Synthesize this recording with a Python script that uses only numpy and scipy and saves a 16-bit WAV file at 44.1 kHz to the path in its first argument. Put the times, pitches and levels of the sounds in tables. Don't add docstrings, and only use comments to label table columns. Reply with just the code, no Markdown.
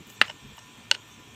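import sys
import numpy as np
from scipy import signal
from scipy.fft import rfft, irfft
from scipy.io import wavfile
from scipy.ndimage import uniform_filter1d

SR = 44100
rng = np.random.default_rng(int(sys.argv[2]) if len(sys.argv) > 2 else 0)


def digitize_waveform(pressure):
    field = np.atleast_2d(pressure).T
    bounded = np.clip(field, -1, 1)
    quanta = np.round(bounded * 32767).astype(np.int16)
    wavfile.write(sys.argv[1], SR, quanta)


def ratio(d):
    e = np.asarray(d, float) / 20
    return 10 ** e


N = 59535


def evened(x):
    return x / np.sqrt(np.mean(x ** 2) + 1e-20)


def resonate(x, hz, width_hz):
    turn = np.exp(2j * np.pi * hz * np.arange(len(x)) / SR)
    decay = np.exp(-np.pi * width_hz / SR)
    return 2 * (turn * signal.lfilter([1 - decay], [1, -decay], x / turn)).real


def turbulence(spectrum, level_db, patchy_db, swell_db):
    frames = N // 128 + 6
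    patches = uniform_filter1d(rng.standard_normal((frames, 257)), 14, 0)
    patches = evened(uniform_filter1d(patches, 5, 1)).T
    swell = evened(uniform_filter1d(rng.standard_normal(frames), 10))
    corner_hz, corner_db = np.transpose(spectrum)
    hz = np.fft.rfftfreq(N, 1 / SR)
    gain = ratio(np.interp(np.log(hz + 1), np.log(corner_hz + 1), corner_db, -99, -99))
    noise = irfft(rfft(rng.standard_normal(N)) * gain, N)
    z = signal.stft(noise, nperseg=512, noverlap=384)[2]
    z = z * ratio(patchy_db * patches + swell_db * swell)[:, :z.shape[1]]
    return ratio(level_db) * evened(signal.istft(z, nperseg=512, noverlap=384)[1][:N])


# (frequency [Hz], spectral density [dB per Hz])
RUMBLE_SPECTRUM = [(15, -52), (25, -18), (102, -6), (161, -5), (178, -9.5), (217, -3.5), (373, -14),
                   (401, -9.5), (750, -30), (980, -55), (1650, -120)]
AIR_SPECTRUM = [(440, -18.5), (750, -7), (1020, -3), (1670, -9), (1750, -5), (1890, -11), (2480, -2.5),
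                (3660, -6.5), (4800, -18.5), (6240, -59), (10600, -120)]
HISS_SPECTRUM = [(4600, -16), (5400, -3), (7400, 0.5), (8600, -7), (9400, -18), (11500, -17), (13500, -12),
                 (15500, -17)]


def fan_air():
    rumble = turbulence(RUMBLE_SPECTRUM, -54, patchy_db=3.23, swell_db=1.07)
    air = turbulence(AIR_SPECTRUM, -54.5, patchy_db=0.54, swell_db=0.2)
    hiss = turbulence(HISS_SPECTRUM, -60, patchy_db=3.4, swell_db=0.26)
    return rumble + air + hiss


# (frequency [Hz], level [dB])
FAN_TONES = [(108, -62), (1002, -66), (1400, -70.5), (1803, -65.5), (2403, -66.5), (2503, -105),
             (3241, -66), (3531, -67), (5663, -72), (7300, -95), (10300, -85)]


def fan_whistles():
    width_hz = 10.2
    out = np.zeros(N)
    for hz, db in FAN_TONES:
        tone = resonate(rng.standard_normal(N), hz, width_hz)
        out += ratio(db) * evened(resonate(tone, hz, width_hz))
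    return out


# (start [s], length [s], level [dB], centre frequency [Hz], bandwidth [Hz])
FOOD_SLIDES = [(0.069, 0.03, -54.5, 14000, 10000), (0.094, 0.08, -56, 13600, 4000),
               (.10, 0.019, -47.5, 7200, 1700), (0.13, 0.078, -63, 12300, 3700),
               (0.57, 0.02, -58, 13000, 3600), (0.59, 0.01, -47, 5700, 2800), (0.51, 0.014, -50, 3400, 610),
               (.579, 0.017, -45.5, 950, 460), (0.26, 0.12, -56.5, 6800, 2400),
               (.2195, 0.0065, -35.5, 7800, 1600), (0.927, 0.048, -57, 8200, 3000),
               (1.058, 0.0071, -65, 13000, 3000), (1.075, 0.084, -67, 12700, 3500)]


def sloshes():
    out, t = np.zeros(N), np.arange(N) / SR
    for start, length, db, hz, width_hz in FOOD_SLIDES:
        progress = np.clip((t - start) / length, 0, 1)
        grain_db = 2.5 * np.repeat(rng.standard_normal(N // 40 + 1), 40)[:N]
        fizz = rng.standard_normal(N) * ratio(grain_db)
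        band = resonate(resonate(fizz, hz, width_hz), hz, width_hz)
        out += ratio(db) * np.sin(np.pi * progress ** 0.2) * evened(band)
    return out


def ringing(modes, damping, rise_ms, chatter):
    hz = np.fft.rfftfreq(4096, 1 / SR)
    power = sum(ratio(db) ** 2 / (1 + (2 * (hz - f) / (w * damping)) ** 2) ** 2 for f, w, db in modes)
    log_gain = .5 * np.log(power)
    phase = -signal.hilbert(np.r_[log_gain, log_gain[-2:0:-1]]).imag[:len(hz)]
    phase = phase - 4 * np.pi * rise_ms * 1e-3 * np.sqrt(3000 * hz)
    chatter_ms = 0.554
    lag = 2 * np.pi * hz * chatter_ms / 1000
    phase = phase - lag + chatter * np.sin(lag)
    ring = irfft(np.exp(log_gain + 1j * phase), 4096)[:3000]
    return ring / np.abs(ring).max()


def push(t, ms):
    width_s = ms * 2.5e-4
    return np.exp(-.5 * (t / width_s) ** 2) / (np.sqrt(2 * np.pi) * width_s * SR)


def strike_and_drag(taps, drag, modes, rise_ms, chatter):
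    slips_per_s, slip_spread_db, slip_ms = 4000, 3.0, .07
    t = np.arange(N) / SR
    blow, *light = [ratio(db) * push(t - s, max(ms, .03)) for s, db, ms in taps]
    slipping = rng.random(N) < slips_per_s / SR
    slip_db = slip_spread_db * np.minimum(rng.exponential(1, N), 4)
    slips = evened(slipping * ratio(slip_db) * rng.choice([-1., 1.], N))
    slips = np.convolve(slips, push(np.arange(-30, 31) / SR, slip_ms), "same")
    at, pressure_db = np.transpose(drag)
    friction = slips * ratio(np.interp(t, at, pressure_db) - 17.5)
    struck = signal.oaconvolve(blow, ringing(modes, 0.84, rise_ms, chatter))
    bounced = signal.oaconvolve(sum(light), ringing(modes, 1.24, rise_ms, 0))
    dragged = signal.oaconvolve(friction, ringing(modes, 3.0, 0.15, 0))
    return (struck + bounced + dragged)[:N]


# (frequency [Hz], width [Hz], level [dB])
SLIDE_MODES = [(610, 108, -3), (900, 120, -4.5), (1530, 220, -6), (1950, 880, -7.5), (2917, 150, 7),
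               (3870, 480, -13), (5350, 340, -7), (6050, 370, -33), (7100, 370, -21), (7640, 370, -15)]
# (time [s], force [dB], contact time [ms])
SLIDE_CONTACTS = [
    (.1010, -41.5, 0.044),
    (.1098, -61, .04),
    (.2810, -29, 0.097),
    (.2970, -30, .1),
    (.3003, -25, 0.051),
    (.3102, -35, 0.028),
    (.5806, -35.5, 0.044),
    (.5915, -41, .05),
    (.9642, -31.5, 0.38),
]
# (time [s], pressure [dB])
SLIDE_PRESSURE = [(.262, -73), (.273, -35), (.289, -47), (.298, -31), (.315, -48), (.33, -101)]


def spoon_slides():
    return strike_and_drag(SLIDE_CONTACTS, SLIDE_PRESSURE, SLIDE_MODES, rise_ms=.3, chatter=0)


def echoes(x):
    level_db, t60_s, dull_hz = -32, 0.19, 4760
    taps, at = np.zeros(8000), np.arange(100, 7960, 30)
    taps[at + rng.integers(0, 30, len(at))] = rng.choice([-1., 1.], len(at))
    taps *= ratio(-60 * np.arange(8000) / SR / t60_s)
    taps = signal.lfilter(*signal.butter(1, dull_hz, fs=SR), taps)
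    return ratio(level_db) * signal.oaconvolve(x, taps / np.linalg.norm(taps))[:N]


# (time [s], level [dB], length [ms])
GLAZE_TICKS = [
    (.2148, -24.5, 0.47),
    (.9136, -28, 2),
    (.5815, -65, .8),
    (0.15, -57, 1.2),
]


def ticks():
    t = np.arange(N) / SR
    shape = sum(ratio(db) * np.exp(-.5 * ((t - s) * 2900.0 / ms) ** 2) for s, db, ms in GLAZE_TICKS)
    band = signal.butter(3, [8300, 15100], "band", fs=SR, output="sos")
    return shape * signal.sosfilt(band, rng.standard_normal(N))


# (time [s], frequency [Hz], level [dB], T60 [s])
TABLE_THUDS = [
    (0.2126, 210, -26.5, 0.061),
    (.2145, 557, -22, 0.026),
]


def thuds():
    out = np.zeros(N)
    for start, hz, db, t60 in TABLE_THUDS:
        t = np.maximum(np.arange(N) / SR - start, 0)
        onset = 1 - np.exp(-t / 0.00068)
        out += ratio(db - 60 * t / t60) * onset * np.sin(2 * np.pi * hz * t)
    return out


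CHATTER_DEPTH = 0.87

# (frequency [Hz], width [Hz], level [dB])
WALL_MODES = [(860, 290, -15.5), (1290, 125, -5), (1500, 600, -5.5), (1814, 357, 0), (2050, 100, -7.5),
              (2763, 513, -0.5), (3610, 180, -10), (3925, 255, -8.5), (4510, 400, -11), (5120, 340, -19),
              (6040, 370, -21), (6780, 330, -28), (8000, 720, -36), (10900, 1000, -55)]
# (time [s], force [dB], contact time [ms])
WALL_CONTACTS = [
    (.2136, 1.5, 0.043),
    (.2193, -15, 0.044),
    (.2232, -36, 0.065),
    (.2320, -54, 0.23),
    (.2398, -35, 0.12),
    (.2450, -34, 0.11),
    (.2508, -32, 0.15),
]
# (time [s], pressure [dB])
WALL_PRESSURE = [(0.214, -76), (0.22, -10.5), (0.228, -28), (.255, -33.5), (0.276, -43.5), (.29, -95)]


def wall_knock():
    return strike_and_drag(WALL_CONTACTS, WALL_PRESSURE, WALL_MODES, rise_ms=.7, chatter=CHATTER_DEPTH)


# (frequency [Hz], width [Hz], level [dB])
RIM_MODES = [(559, 114, -11), (904, 140, -8), (1502, 225, -1), (2024, 430, -7.5), (2873, 380, 4.5),
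             (3425, 250, -4), (3970, 315, -3), (4430, 440, -1), (5420, 270, -7), (6030, 460, -11.5),
             (6480, 360, -10.5), (7450, 970, -13.5), (8500, 670, -16), (9200, 890, -24)]
# (time [s], force [dB], contact time [ms])
RIM_CONTACTS = [
    (.9125, -1, 0.023),
    (.9226, -18.5, 0.12),
    (.9272, -35, 0.12),
    (.9460, -25.5, 0.089),
    (.9488, -18.5, 0.11),
    (.9529, -36, 0.056),
]
# (time [s], pressure [dB])
RIM_PRESSURE = [(.918, -54), (.926, -50), (.935, -31), (.945, -28), (0.954, -30.5), (.975, -69), (.99, -70)]


def rim_knock():
    return strike_and_drag(RIM_CONTACTS, RIM_PRESSURE, RIM_MODES, rise_ms=0.645, chatter=CHATTER_DEPTH)


def scene():
    bowl = spoon_slides() + ticks() + thuds() + wall_knock() + rim_knock()
    bowl = signal.sosfilt(signal.butter(2, 205, "high", fs=SR, output="sos"), bowl)
    return (fan_air() + fan_whistles() + sloshes() + bowl + echoes(bowl))[None]


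def band_limit(x):
    return signal.sosfilt(signal.butter(12, 16420, fs=SR, output="sos"), x)


def record(dry):
    top = signal.firwin(127, 15900, fs=SR)[None]
    mix = np.clip(signal.oaconvolve(dry, top, "same"), -1, 1)
    return band_limit(mix)


dry = scene()
out = record(dry)
digitize_waveform(out)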